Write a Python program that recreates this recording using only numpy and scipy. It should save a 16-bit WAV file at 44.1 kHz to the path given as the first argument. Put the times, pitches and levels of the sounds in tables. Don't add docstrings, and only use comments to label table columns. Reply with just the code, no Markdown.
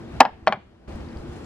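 import sys
import numpy as np
from scipy import signal
from scipy.fft import rfft, irfft, next_fast_len
from scipy.io import wavfile
from scipy.ndimage import uniform_filter1d, map_coordinates

SR = 44100
rng = np.random.default_rng(int(sys.argv[2]) if len(sys.argv) > 2 else 0)


def to_wav(s):
    ch = np.atleast_2d(s).T
    pcm = np.round(np.clip(ch, -1, 1) * 32767)
    wavfile.write(sys.argv[1], SR, pcm.astype(np.int16))


def nominal_scale(level):
    x = np.asarray(level, float) / 20
    return 10 ** x


N = 63945
CUT_S = 0.877

# frequency in Hz, density in dB per Hz.
HUM_COLOUR = [(15, -38.5), (28, -14), (64, -3.5), (266, -10.5), (508, -15), (4740, -39), (11500, -55.5),
              (15500, -78)]
# frequency in Hz, likeness from 0 to 1.
HUM_LIKENESS = [(30, 0.6), (60, 1), (180, .85), (550, 0.28), (1650, 0.79), (5000, 0.23), (15000, 0.087)]
# frequency in Hz, left over right in dB.
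HUM_TILT = [(60, -1.5), (380, 3), (2380, 3), (15000, -2.5)]
# centre in Hz, width in Hz, level in dB.
MACHINE_DRONES = [(59, 14, -49), (79, 12, -54.5), (234.5, 22, -50), (337, 40, -47.5)]
# start in seconds, length in seconds, level in dB.
EDGE_SCRAPES = [
    (0.2015, 0.005, -8.5),
    (.466, 0.0043, -19.5),
]
# time in seconds, ring level in dB, sharpness in Hz, crack level in dB.
FIRST_CONTACTS = [
    (.2049, 9, 9960, -1),
    (.2115, -15, 6000, -14),
    (.2300, -21, 5000, -19),
    (.2517, -2.5, 3920, -6),
    (.2585, -15, 3500, -18.5),
]
SECOND_CONTACTS = [
    (0.4727, 6.5, 3468, -0.5),
    (.4790, -4.5, 5000, -0.5),
    (.5243, -2, 5000, -3.5),
    (.5305, -13, 5000, -17),
]
# frequency in Hz, level in dB, 60 dB decay in seconds.
FIRST_MODES = [(259, -7.5, 0.3), (454, -17, 0.071), (706.5, -8, .05), (786.2, -4, 0.08), (863, -3.5, .09),
               (907.7, -3.5, 0.049), (1107, -6.5, 0.035), (1374, -7, 0.03), (1540, -18, 0.076),
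               (1730, -15, 0.061), (1870, -17.5, 0.019), (2106, -21, 0.013), (2620, -8, 0.018),
               (5000, -10.5, 0.03)]
SECOND_MODES = [(200, -7, 0.16), (397, -13, 0.13), (650, -9.5, 0.15), (769, -10, 0.1), (831.4, -2.5, 0.056),
                (917, -4, 0.04), (1097, -2, 0.042), (1440, -11.5, 0.019), (1640, -3, 0.013),
                (1749, -9, 0.023), (2010, -15.5, 0.053), (2366, -14.5, 0.012), (3043, -12, 0.036),
                (4390, -9.5, 0.017)]
# frequency in Hz, level in dB.
CRACK_COLOUR = [(300, -16), (1500, 7.5), (3000, -1), (5000, -3.5), (8000, -18.5), (11000, -35),
                (15000, -52)]
# frequency in Hz, 60 dB decay in seconds.
WALL_DECAY = [(200, .12), (1000, 0.13), (4000, 0.05), (10000, .03)]
# frequency in Hz, 60 dB decay in seconds.
YARD_DECAY = [(200, .4), (1000, 0.25), (3500, 0.46), (10000, 0.076)]
# frequency in Hz, left over right in dB.
KNOCK_TILT = [(100, 0), (500, 1.2), (1500, 2.3), (4000, 3.2), (9000, 8)]
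# time in seconds, level in dB, pitch in Hz.
BIN_BUMPS = [(.42, -27, 236), (0.425, -23.5, 67.2), (.497, -6, 206), (0.543, -15.5, 133),
             (.572, -16.5, 200), (.265, -16.5, 216), (0.323, -23, 71), (.59, -35, 95), (0.949, -22, 70),
             (0.959, -28, 203), (1.161, -25, 67), (1.201, -26, 55), (1.29, -25, 79)]
# time in seconds, peak level in dB, pitch in Hz.
SCRAP_TICKS = [(.8784, -55, 4500), (.8924, -46, 3920), (.9222, -47, 3500), (.9394, -54, 3580),
               (.962, -54, 3500), (1.0045, -50, 4200), (1.013, -49, 3700), (1.046, -48, 4200),
               (1.063, -49, 3800), (1.0873, -44, 4700), (1.1044, -53, 4300), (1.1288, -49, 3900),
               (1.1707, -42, 4760), (1.444, -45, 7100)]
# frequency in Hz, level in dB.
GRIT_COLOUR = [(1500, -37), (3000, 1), (5000, 3), (9000, -25), (14000, -44.5)]
CLICK_COLOUR = [(1000, -6), (12000, -13), (15000, -42)]
# time in seconds, level in dB.
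LEAF_SWELLS = [
    (0.881, -71.5),
    (1.15, -72),
    (1.2, -60.5),
    (1.26, -71),
    (1.33, -63),
    (1.45, -61.5),
]
# frequency in Hz, level in dB.
LEAF_COLOUR = [(1000, -20), (3000, -5.5), (7500, -5), (11000, -13.5), (14000, -30), (15500, -50)]


def unit(x):
    return x / np.sqrt(np.mean(x ** 2) + 1e-20)


def along(points, hz):
    f, v = np.transpose(points)
    return np.interp(np.log(hz + 1), np.log(f + 1), v)


def filtered(x, response):
    m = next_fast_len(x.shape[-1] + 8192)
    spectrum = rfft(x, m) * response(np.fft.rfftfreq(m, 1 / SR))
    return irfft(spectrum, m)[..., :x.shape[-1]]


def noise(colour):
    return unit(filtered(rng.standard_normal(N), lambda f: nominal_scale(along(colour, f))))


def wobble(rate):
    knots = rng.standard_normal(int(N * rate / SR) + 4)
    return map_coordinates(knots, [np.arange(N) * rate / SR])


def ports(x, tilt, lead_s):
    half = np.array([[0.5], [-0.5]])
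    return filtered(x, lambda hz: nominal_scale(half * along(tilt, hz)) * np.exp(2j * np.pi * hz * half * lead_s))


def hum():
    z = signal.stft(rng.standard_normal((2, N + 512)), nperseg=512)[2]
    patches = uniform_filter1d(rng.standard_normal(z.shape[1:]), 5, 0)
    patches = unit(uniform_filter1d(patches, 8, 1))
    pair = signal.istft(z * nominal_scale(1.2 * patches), nperseg=512)[1][:, :N]

    def mid_side_balance(hz):
        turn = np.arccos(np.clip(along(HUM_LIKENESS, hz), -1, 1)) / 2
        return nominal_scale(along(HUM_COLOUR, hz)) * np.array([np.cos(turn), np.sin(turn)])

    mid, side = filtered(pair, mid_side_balance)
    wash = nominal_scale(-38.5 + 1.2 * wobble(12)) * unit(np.array([mid + side, mid - side]))
    drone = np.zeros(N)
    for centre, width, db in MACHINE_DRONES:
        band = filtered(rng.standard_normal(N), lambda f: 1 / (1 + (2 * (f - centre) / width) ** 2))
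        drone += nominal_scale(db) * unit(band)
    scene_db = np.where(np.arange(N) / SR < CUT_S, -0.5, 0)
    return nominal_scale(scene_db) * ports(wash + drone, HUM_TILT, lead_s=0.00011)


def scrape(start_s, length_s, db):
    RISE_DB = 11.5
    rise = np.clip((np.arange(N) / SR - start_s) / length_s, 0, 1)
    return nominal_scale(db + RISE_DB * (rise - 1.5)) * np.sin(np.pi * rise) ** 0.5 * noise(CRACK_COLOUR)


def reverberated(x, decay):
    hz, t, z = signal.stft(rng.standard_normal((2, SR // 2)), SR, nperseg=128)
    t60 = np.maximum(along(decay, hz), 0.005)[:, None]
    tail = signal.istft(z * nominal_scale(-60 * t / t60), SR, nperseg=128)[1]
    tail = tail / np.linalg.norm(tail[0])
    return signal.fftconvolve(x[None], tail, axes=1)[:, :N]


def knock(contacts, modes, edge_scrape):
    MOST_CYCLES, LONGEST_S = 75, 0.1
    SPREAD_DB = 0.5
    FLUTTER_DB, FLUTTER_RATE = 3.5, 88
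    RADIATES_HZ = 479
    BRIEF = 0.25
    CRACK_T60_S = 0.02
    RING_TO_BUZZ_DB, BUZZ_DB = 2, -7
    YARD_DB, YARD_DELAY_S, YARD_DULL_HZ = -18, 0.015, 5500
    t = np.arange(N) / SR
    ring, blow, crack = np.zeros(N), np.zeros(N), np.zeros(N)
    hz, level, t60 = np.transpose(modes)[:, :, None]
    t60 = np.minimum(np.minimum(t60, MOST_CYCLES / hz), LONGEST_S)
    flutter = nominal_scale(FLUTTER_DB * np.array([wobble(FLUTTER_RATE) for _ in modes]))
    for s, db, sharp_hz, crack_db in contacts:
        def softness(f):
            radiation = (1j * f / (RADIATES_HZ + 1j * f)) ** 2
            return radiation / (1 + 1j * f / sharp_hz) ** 3

        u = np.maximum(t - s, 0)
        mode_db = db + level + SPREAD_DB * rng.standard_normal(hz.shape)
        tones = nominal_scale(mode_db) * np.sin(2 * np.pi * hz * u)
        ring -= filtered((tones * flutter * nominal_scale(-60 * u / t60)).sum(0), softness)
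        blow -= filtered((tones * nominal_scale(-60 * u / (BRIEF * t60))).sum(0), softness)
        snap = nominal_scale(crack_db - 60 * u / CRACK_T60_S) * (t >= s) * noise(CRACK_COLOUR)
        crack += filtered(snap, softness)
    crack += scrape(*edge_scrape)
    buzz = nominal_scale(BUZZ_DB) * reverberated(crack + blow * nominal_scale(RING_TO_BUZZ_DB), WALL_DECAY)[0]

    def yard_path(f):
        return np.exp(-2j * np.pi * f * YARD_DELAY_S) / (1 + 1j * f / YARD_DULL_HZ) ** 2

    yard = nominal_scale(YARD_DB) * reverberated(filtered(blow + crack, yard_path), YARD_DECAY)
    return ports(ring + crack + buzz, KNOCK_TILT, lead_s=0.00005) + yard


def ducking():
    ATTACK_S, RECOVER_DB_PER_S, FADE_S = 0.014, 5.5, 0.008
    t = np.arange(N) / SR
    first_s, second_s = FIRST_CONTACTS[0][0], SECOND_CONTACTS[0][0]
    db = np.zeros(N)
    for s, duck_db in [(first_s, -12.5), (second_s, -4.5)]:
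        db += duck_db * (1 - np.exp(-np.maximum(t - s, 0) / ATTACK_S))
    db = np.minimum(db + RECOVER_DB_PER_S * np.maximum(t - first_s, 0), 0)
    return nominal_scale(db * np.clip((CUT_S - t) / FADE_S + 0.5, 0, 1))


def thuds():
    T60_S, ATTACK_S = 0.059, 0.0017
    out = np.zeros(N)
    for s, db, hz in BIN_BUMPS:
        u = np.maximum(np.arange(N) / SR - s, 0)
        out += nominal_scale(db - 60 * u / T60_S) * (1 - np.exp(-u / ATTACK_S)) * np.sin(2 * np.pi * hz * u)
    return out


def ticks():
    T60_S, RISE_S, GRIT_DB = 0.012, 0.00076, -3
    CLICK_S, CLICK_DB, CLICK_T60_S = 0.9592, -53, 0.0084
    out, t = np.zeros(N), np.arange(N) / SR
    for s, db, hz in SCRAP_TICKS:
        u = np.maximum(t - s, 0)
        envelope = nominal_scale(db - 60 * u / T60_S) * (1 - np.exp(-(u / RISE_S) ** 2))
        grit = nominal_scale(GRIT_DB) * noise(GRIT_COLOUR)
        out += envelope * (np.sin(2 * np.pi * hz * u) + grit)
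    u = t - CLICK_S
    click = nominal_scale(CLICK_DB - 60 * np.abs(u) / CLICK_T60_S) * (u > 0) * noise(CLICK_COLOUR)
    return out + click


def rustle():
    t = np.arange(N) / SR
    s, db = np.transpose(LEAF_SWELLS)
    level = nominal_scale(np.interp(t, s, db) + 2.6 * wobble(60)) * (t > CUT_S)
    return level * np.array([noise(LEAF_COLOUR), noise(LEAF_COLOUR)])


def scene():
    first = knock(FIRST_CONTACTS, FIRST_MODES, EDGE_SCRAPES[0])
    second = knock(SECOND_CONTACTS, SECOND_MODES, EDGE_SCRAPES[1])
    return hum() + first + second + thuds() + ticks() + rustle()


def roll_off(x):
    return signal.sosfilt(signal.butter(12, 15610, fs=SR, output="sos"), x)


def record(dry):
    CEILING, TOP_HZ, EDGE_HZ = 1.03, 15600, 300
    clipped = np.clip(dry * ducking(), -CEILING, CEILING)
    mix = filtered(clipped, lambda hz: np.clip((TOP_HZ - hz) / EDGE_HZ + 0.5, 0, 1))
    return roll_off(mix)


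dry = scene()
out = record(dry)
to_wav(out)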